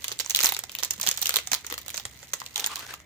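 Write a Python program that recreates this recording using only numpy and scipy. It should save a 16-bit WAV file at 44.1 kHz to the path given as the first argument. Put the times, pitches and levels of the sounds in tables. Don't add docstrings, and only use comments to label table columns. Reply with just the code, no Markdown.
import sys
import numpy as np
from scipy import signal
from scipy.fft import rfft, irfft
from scipy.io import wavfile
from scipy.ndimage import map_coordinates

SR = 44100
rng = np.random.default_rng(int(sys.argv[2]) if len(sys.argv) > 2 else 0)


def file_out(sig):
    cols = np.atleast_2d(sig).T
    lim = np.clip(cols, -1, 1)
    pcm = np.round(lim * 32767).astype(np.int16)
    wavfile.write(sys.argv[1], SR, pcm)


N = 134505

# start_s [s], level_db of the middle band [dB, energy as if held for 1 ms],
# body_db under 2 kHz and treble_db over 10 kHz [both dB relative to the middle band]
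SNAPS = [(0.0431, -23.5, -13, -4), (0.081, -24, -19, -5.5), (0.0932, -35, -4, -14), (0.1086, -38, -5, -19),
         (0.1168, -25, -6.5, -24), (0.1228, -28.5, -15, -5), (0.19, -22.5, -23, -15),
         (0.1991, -21, -10.5, -7.5), (0.2045, -18.5, -32, -20), (0.2468, -31.5, -12, -29),
         (0.2612, -25, -11, -30), (0.298, -19, -27, -18), (0.3066, -18, -35, -9.5), (0.348, -15, -21, -15),
         (0.3607, -16.5, -22, -4), (0.3696, -20, -28, -1.5), (0.3897, -18, -12.5, -6),
         (0.4049, -18, -8.5, -6), (0.4116, -19.5, -31, -11), (0.4234, -33, -35, -15), (0.43, -20, -32, -1),
         (0.435, -17, -9.5, 0), (0.444, -11.5, -14, -11), (0.4484, -21, -2, 2), (0.451, -31, -16, -5),
         (0.4583, -13, -35, -5), (0.4674, -17.5, -16, -1), (0.476, -34, -17, 7), (0.4901, -22, -9, 2),
         (0.5223, -24.5, 0.5, 5.5), (0.5385, -33, -19, 3), (0.5465, -22.5, -35, -12), (0.566, -26, -5, -10),
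         (0.5904, -27.5, -7, 2), (0.6375, -27.5, -6.5, -7), (0.695, -32, -10.5, -25), (0.718, -37, -22, 2),
         (0.7511, -24.5, -14.5, -0.5), (0.787, -25.5, -14, -6.5), (0.7952, -30, -24, -23),
         (0.803, -34.5, -14, -4), (0.8274, -27, -2, -9), (0.8335, -17, -12, -6), (0.8476, -23.5, -32, 0.5),
         (0.9078, -18, -47, -4), (0.9115, -25.5, -47, -15), (0.935, -37.5, -28, 4),
         (0.999, -32.5, -1.5, -1), (1.0131, -23, -44, -1), (1.0303, -20.5, -28, -23),
         (1.0394, -32.5, -2, -10), (1.049, -38, -24, -3), (1.0648, -20, -10, -6), (1.073, -15, -13.5, -5),
         (1.0829, -22, -14, -18.5), (1.0884, -17, -19.5, -0.5), (1.1129, -18.5, -14.5, -7.5),
         (1.1741, -24.5, -26, -5), (1.192, -36, -8, -4), (1.2164, -31.5, -15, 9), (1.2242, -22.5, -14, -9),
         (1.228, -20.5, -13, 0), (1.257, -19, -24, -1), (1.27, -21, -24, -2.5), (1.2931, -20, -5, 3),
         (1.3067, -24, -12, -7), (1.321, -37, -1, -9), (1.3408, -21.5, -7.5, -2.5),
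         (1.3592, -16.5, -13, -4), (1.3673, -15.5, -9, -3), (1.387, -24.5, -2.5, -9),
         (1.4724, -25, -10.5, -9), (1.517, -17.5, -9, -12), (1.532, -15, -9, -7.5), (1.542, -19.5, -16, -6),
         (1.548, -21, -9.5, -5), (1.646, -37.5, 4, -30), (1.666, -27.5, -24, -5.5),
         (1.7006, -30.5, -6.5, -7), (1.7102, -33, -3, -15), (1.7248, -30, 1.5, 1), (1.74, -31, -2.5, -7),
         (1.7791, -29.5, -3.5, -4.5), (1.788, -41.5, -23, 9), (1.815, -42, -22, 5),
         (1.862, -40.5, -2.5, 1.5), (1.8816, -33, -7, -1), (1.8923, -34, -7.5, -5), (1.9026, -31, -14, -1),
         (1.943, -25.5, -7.5, -36), (1.9595, -31.5, -15, -20), (1.97, -28, -17, -10),
         (1.9767, -22.5, -10.5, -9), (1.998, -31, -7.5, -17), (2.0526, -24, -7, -27),
         (2.2288, -37.5, -1.5, -37), (2.3341, -21.5, -6.5, -10.5), (2.3379, -21.5, -18, -7.5),
         (2.4017, -31.5, -31, -7), (2.4172, -38.5, 10, -20.5), (2.4626, -30.5, -28, -10),
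         (2.559, -21.5, -20, -11), (2.5688, -34, -17, -4), (2.5779, -24.5, -13, -6), (2.595, -25, -10, -10),
         (2.5987, -22, -25, -6), (2.6054, -27, -17, -2), (2.6424, -18.5, -12, -29),
         (2.6624, -20.5, -17, -4), (2.671, -29.5, -0.5, 5), (2.7575, -23.5, -13, -6),
         (2.768, -33.5, -5, -19), (2.7933, -32.5, -9, -1), (2.8651, -37, -2.5, -17),
         (2.9393, -34.5, -6, -1), (3.001, -45.5, 1, -19)]
# pitch_hz [Hz], level_db [relative dB per Hz]
FILM = [(150, 5), (250, -14.5), (504, -8), (643, -12), (882, -6), (1780, 0), (1970, 2.5), (3840, -1),
        (5170, -6), (6720, -0.5), (11200, -13), (15000, -5.5), (16400, -44)]
LOW_HZ = 250


def amp(db):
    return 10 ** (np.asarray(db) / 20)


def unit(x):
    return x / np.sqrt(np.mean(x ** 2) + 1e-20)


def along(points, hz):
    point_hz, value = np.transpose(points)
    return np.interp(np.log(hz + 1), np.log(point_hz + 1), value)


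def wobble(rate):
    points = rng.standard_normal(int(N * rate / SR) + 4)
    return map_coordinates(points, [np.arange(N) * rate / SR])


def pair(a, b, hz):
    # pitch_hz [Hz], likeness [1 = the same, 0 = unrelated]
    likeness = [(60, 0.51), (300, 0.77), (800, 1), (1500, 0.48), (4000, 0.057), (15000, 1)]
    turn = np.arccos(np.clip(along(likeness, hz), -1, 1)) / 2
    shared, different = np.cos(turn) * a, np.sin(turn) * b
    return np.array([shared + different, shared - different])


def hiss(spectrum, low_hz):
    hz = np.fft.rfftfreq(N, 1 / SR)
    left_right = pair(*rfft(rng.standard_normal((2, N))), hz)
    return unit(irfft(left_right * amp(along(spectrum, hz)) * (hz > low_hz), N))


def background():
    # pitch_hz [Hz], level_db [relative dB per Hz]
    air = [(15, -33), (25, -9), (82, 16), (1480, -5), (2000, 9.5), (7310, -58), (9070, -49), (14800, -38),
           (16000, -51)]
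    # pitch_hz [Hz], level_db [dB, before the lift below], waver_hz [Hz]
    hum_tones = [(58.4, -75, 2.6), (70.4, -67, 5.9), (124.6, -68.5, 3)]
    air_db, hum_lift_db, hum_waver_db = -57, 4.5, 3.1
    port_phase = np.array([[.3], [-.3]])
    hum = 0
    for pitch_hz, level_db, waver_hz in hum_tones:
        level = amp(level_db + hum_lift_db + hum_waver_db * wobble(9.3))
        phase = 2 * np.pi * np.cumsum(pitch_hz + waver_hz * wobble(15)) / SR
        hum = hum + level * np.sin(phase + port_phase)
    return amp(air_db) * hiss(air, low_hz=18) + hum


def resonance(hz, db, q, centre_hz):
    return 1 + amp(db) / (1 + 1j * q * (hz / centre_hz - centre_hz / (hz + 1)))


def snaps(rows, size):
    # pitch_hz [Hz], left_minus_right_db [dB]
    ports = [(300, -0.5), (1300, 6.5), (2400, 1), (4400, -2.5), (7000, -5.5), (10000, 3), (15000, -6)]
    lag_s, lag_spread_s = .00005, .00008
    pan_db, pan_spread_db = -2, 2.5
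    rise_s, lead_s, lead_db = .0004, .001, -22
    snap_t60_s, treble_t60_s, body_t60_s = .0065, .005, .014
    life_spread, ring_spread = .3, .3
    ring_hz, ring_db, ring_q = 5030, 9, 3.5
    hollow_hz, hollow_db, hollow_q = 625, 9.5, 5.7
    thin_hz, thin_slope = 1490, .21

    start_s, level_db, body_db, treble_db = np.transpose(rows)[..., None]
    t = np.arange(size) / SR - .003
    hz = np.fft.rfftfreq(size, 1 / SR)
    noise = rng.standard_normal((len(rows), 2, size))
    life = rng.standard_normal((len(rows), 1, 1))
    delay, patch, side, pocket = rng.standard_normal((4, len(rows), 1))

    lag = np.exp(1j * np.pi * hz * (lag_s + lag_spread_s * delay))
    lean = lag * amp((pan_db + pan_spread_db * side + along(ports, hz)) / 2)
    film = amp(along(FILM, hz)) / (1 + (LOW_HZ / (hz + 1)) ** 4)

    def band(t60_s, shape):
        creak = amp(lead_db) * np.exp(-abs(t) / lead_s)
        rise = (t > 0) * (1 - np.exp(-abs(t) / rise_s)) ** 2
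        fade = amp(-60 * t / (t60_s * np.exp(life_spread * life)))
        spectra = rfft(noise * (creak + rise * fade)).swapaxes(0, 1)
        wave = irfft(pair(*spectra, hz) * [lean, 1 / lean] * film * shape, size)
        return wave / np.linalg.norm(wave.mean(0), axis=1)[:, None]

    low = 1 / (1 + (hz / 2000) ** 6)
    high = 1 / (1 + (10000 / (hz + 1)) ** 12)
    thinning = 1 + (thin_hz * amp(-thin_slope * body_db) / (hz + 1)) ** 4
    film_ring = resonance(hz, ring_db, ring_q, ring_hz * np.exp(ring_spread * patch))
    hollow_ring = resonance(hz, hollow_db, hollow_q, hollow_hz * np.exp(ring_spread * pocket))
    middle = band(snap_t60_s, film_ring * (1 - low - high) / thinning)
    treble = amp(treble_db) * band(treble_t60_s, high)
    body = amp(body_db) * band(body_t60_s, low * hollow_ring)
    bursts = (middle + treble + body) * amp(level_db) * np.sqrt(SR / 1000)
    at = np.round((start_s + t) * SR).astype(int).ravel()
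    return np.array([np.bincount(at, port.ravel(), N)[:N] for port in bursts])


def crackle_and_rustle():
    # [dB, before the crack and rustle offsets]
    handling = [(0.0, -40.5), (0.15, -44), (0.29, -41), (0.41, -33), (0.455, -28), (0.5, -34),
                (0.63, -49.5), (0.8, -44), (0.96, -41.5), (1.08, -35), (1.36, -34.5), (1.45, -44),
                (2.3, -45.5), (2.78, -40), (2.92, -43.5), (3.05, -58)]
    cracks_per_s, crack_db, crack_spread_db = 300, -6.5, 1.5
    crack_body_db, crack_treble_db = -12.5, -7.5
    cluster_s, cluster_db = .0096, -12.5
    rustle_db, rustle_waver_db = -8, 3.1

    chance = rng.random((1200, 4))
    at_s = .004 + np.cumsum(-np.log(chance[:, 0] + 1e-9)) / cracks_per_s
    snap_s, snap_db = np.transpose(SNAPS)[:2]
    since_s = at_s[:, None] - snap_s
    trail = (since_s > 0) * np.exp(-(since_s / cluster_s) ** 2)
    after_snaps = np.linalg.norm(amp(snap_db + cluster_db) * trail, axis=1)
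    time_s, handling_db = np.transpose(handling)
    handled = amp(np.interp(at_s, time_s, handling_db) + crack_db)
    strength_db = 20 * np.log10(after_snaps + handled)

    level_db = strength_db - crack_spread_db * (1 + np.log(chance[:, 1] + .076))
    body_db = crack_body_db + 14 * (chance[:, 2] - .5)
    treble_db = crack_treble_db + 10 * (chance[:, 3] - .5)
    cracks = snaps(np.array([at_s, level_db, body_db, treble_db]).T, size=1024)

    held_db = strength_db[np.searchsorted(at_s[1:], np.arange(N) / SR)]
    rustle = amp(held_db + rustle_db + rustle_waver_db * wobble(68)) * hiss(FILM, LOW_HZ)
    return cracks + rustle


def room(x):
    # pitch_hz [Hz], t60_s [s to fall by 60 dB]
    dying = [(300, 0.18), (3000, 0.24), (15000, 0.069)]
    out, step, gap = np.zeros((2, N + SR)), SR // 5, 90
    for start in range(0, N, step):
        hz, t, spectra = signal.stft(rng.standard_normal((2, SR // 4)), SR, nperseg=256)
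        fade = amp(-60 * t / along(dying, hz)[:, None])
        tail = signal.istft(pair(*spectra, hz[:, None]) * fade, SR, nperseg=256)[1]
        answer = signal.fftconvolve(x[:, start:start + step], tail / np.linalg.norm(tail[0]), axes=1)
        out[:, start + gap:start + gap + answer.shape[1]] += answer
    return out[:, :N]


def table_bumps():
    # start_s [s], level_db [dB, top of the swell], pitch_hz [Hz]
    thumps = [(0.345, -45, 168), (0.442, -29, 345), (0.987, -41, 183), (1.081, -38.5, 176),
              (1.523, -38.5, 238), (1.719, -37.5, 310), (2.056, -42, 91)]
    swell_cycles = .48
    out, t = np.zeros(N + SR), np.arange(SR // 8) / SR
    for start_s, level_db, pitch_hz in thumps:
        progress = pitch_hz * t / swell_cycles
        bump = np.sin(2 * np.pi * pitch_hz * t) * progress * np.exp(1 - progress)
        out[round(start_s * SR):][:len(t)] += amp(level_db) * bump
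    return out[:N]


def finger_slides():
    # start_s [s], length_s [s], level_db [dB rms before the swell and waver], squeak_hz [Hz]
    scrapes = [(2.563, 0.077, -41.5, 830), (2.695, 0.045, -36.5, 1160), (2.761, 0.045, -40.5, 1090),
               (2.804, 0.052, -41, 1480), (2.884, 0.051, -42, 1610), (2.934, 0.012, -40, 1280)]
    # pitch_hz [Hz], level_db [relative dB per Hz]
    slide_tone = [(300, -4.5), (600, -5.5), (1200, -1.5), (1600, -3.5), (3000, -1), (8000, -9.5),
                  (16000, -26)]
    squeak_db, squeak_q, waver_db = 8.5, 6.5, 3.5
    t, hz = np.arange(N) / SR, np.fft.rfftfreq(N, 1 / SR)
    rub = rfft(hiss(slide_tone, LOW_HZ))
    pulls = 0
    for start_s, length_s, level_db, squeak_hz in scrapes:
        swell = np.exp(-(2 * (t - start_s) / length_s - 1) ** 4)
        squeak = unit(irfft(rub * resonance(hz + 1, squeak_db, squeak_q, squeak_hz), N))
        pulls = pulls + amp(level_db) * swell * squeak
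    return pulls * amp(waver_db * wobble(120))


def scene():
    room_db = -12.5
    wrapper = snaps(SNAPS, size=2048) + crackle_and_rustle()
    near = wrapper + table_bumps() + finger_slides()
    return near + amp(room_db) * room(near) + background()


def record(dry):
    top_hz = 16700
    return irfft(rfft(dry) * (np.fft.rfftfreq(N, 1 / SR) < top_hz), N)


dry = scene()
out = record(dry)
file_out(out)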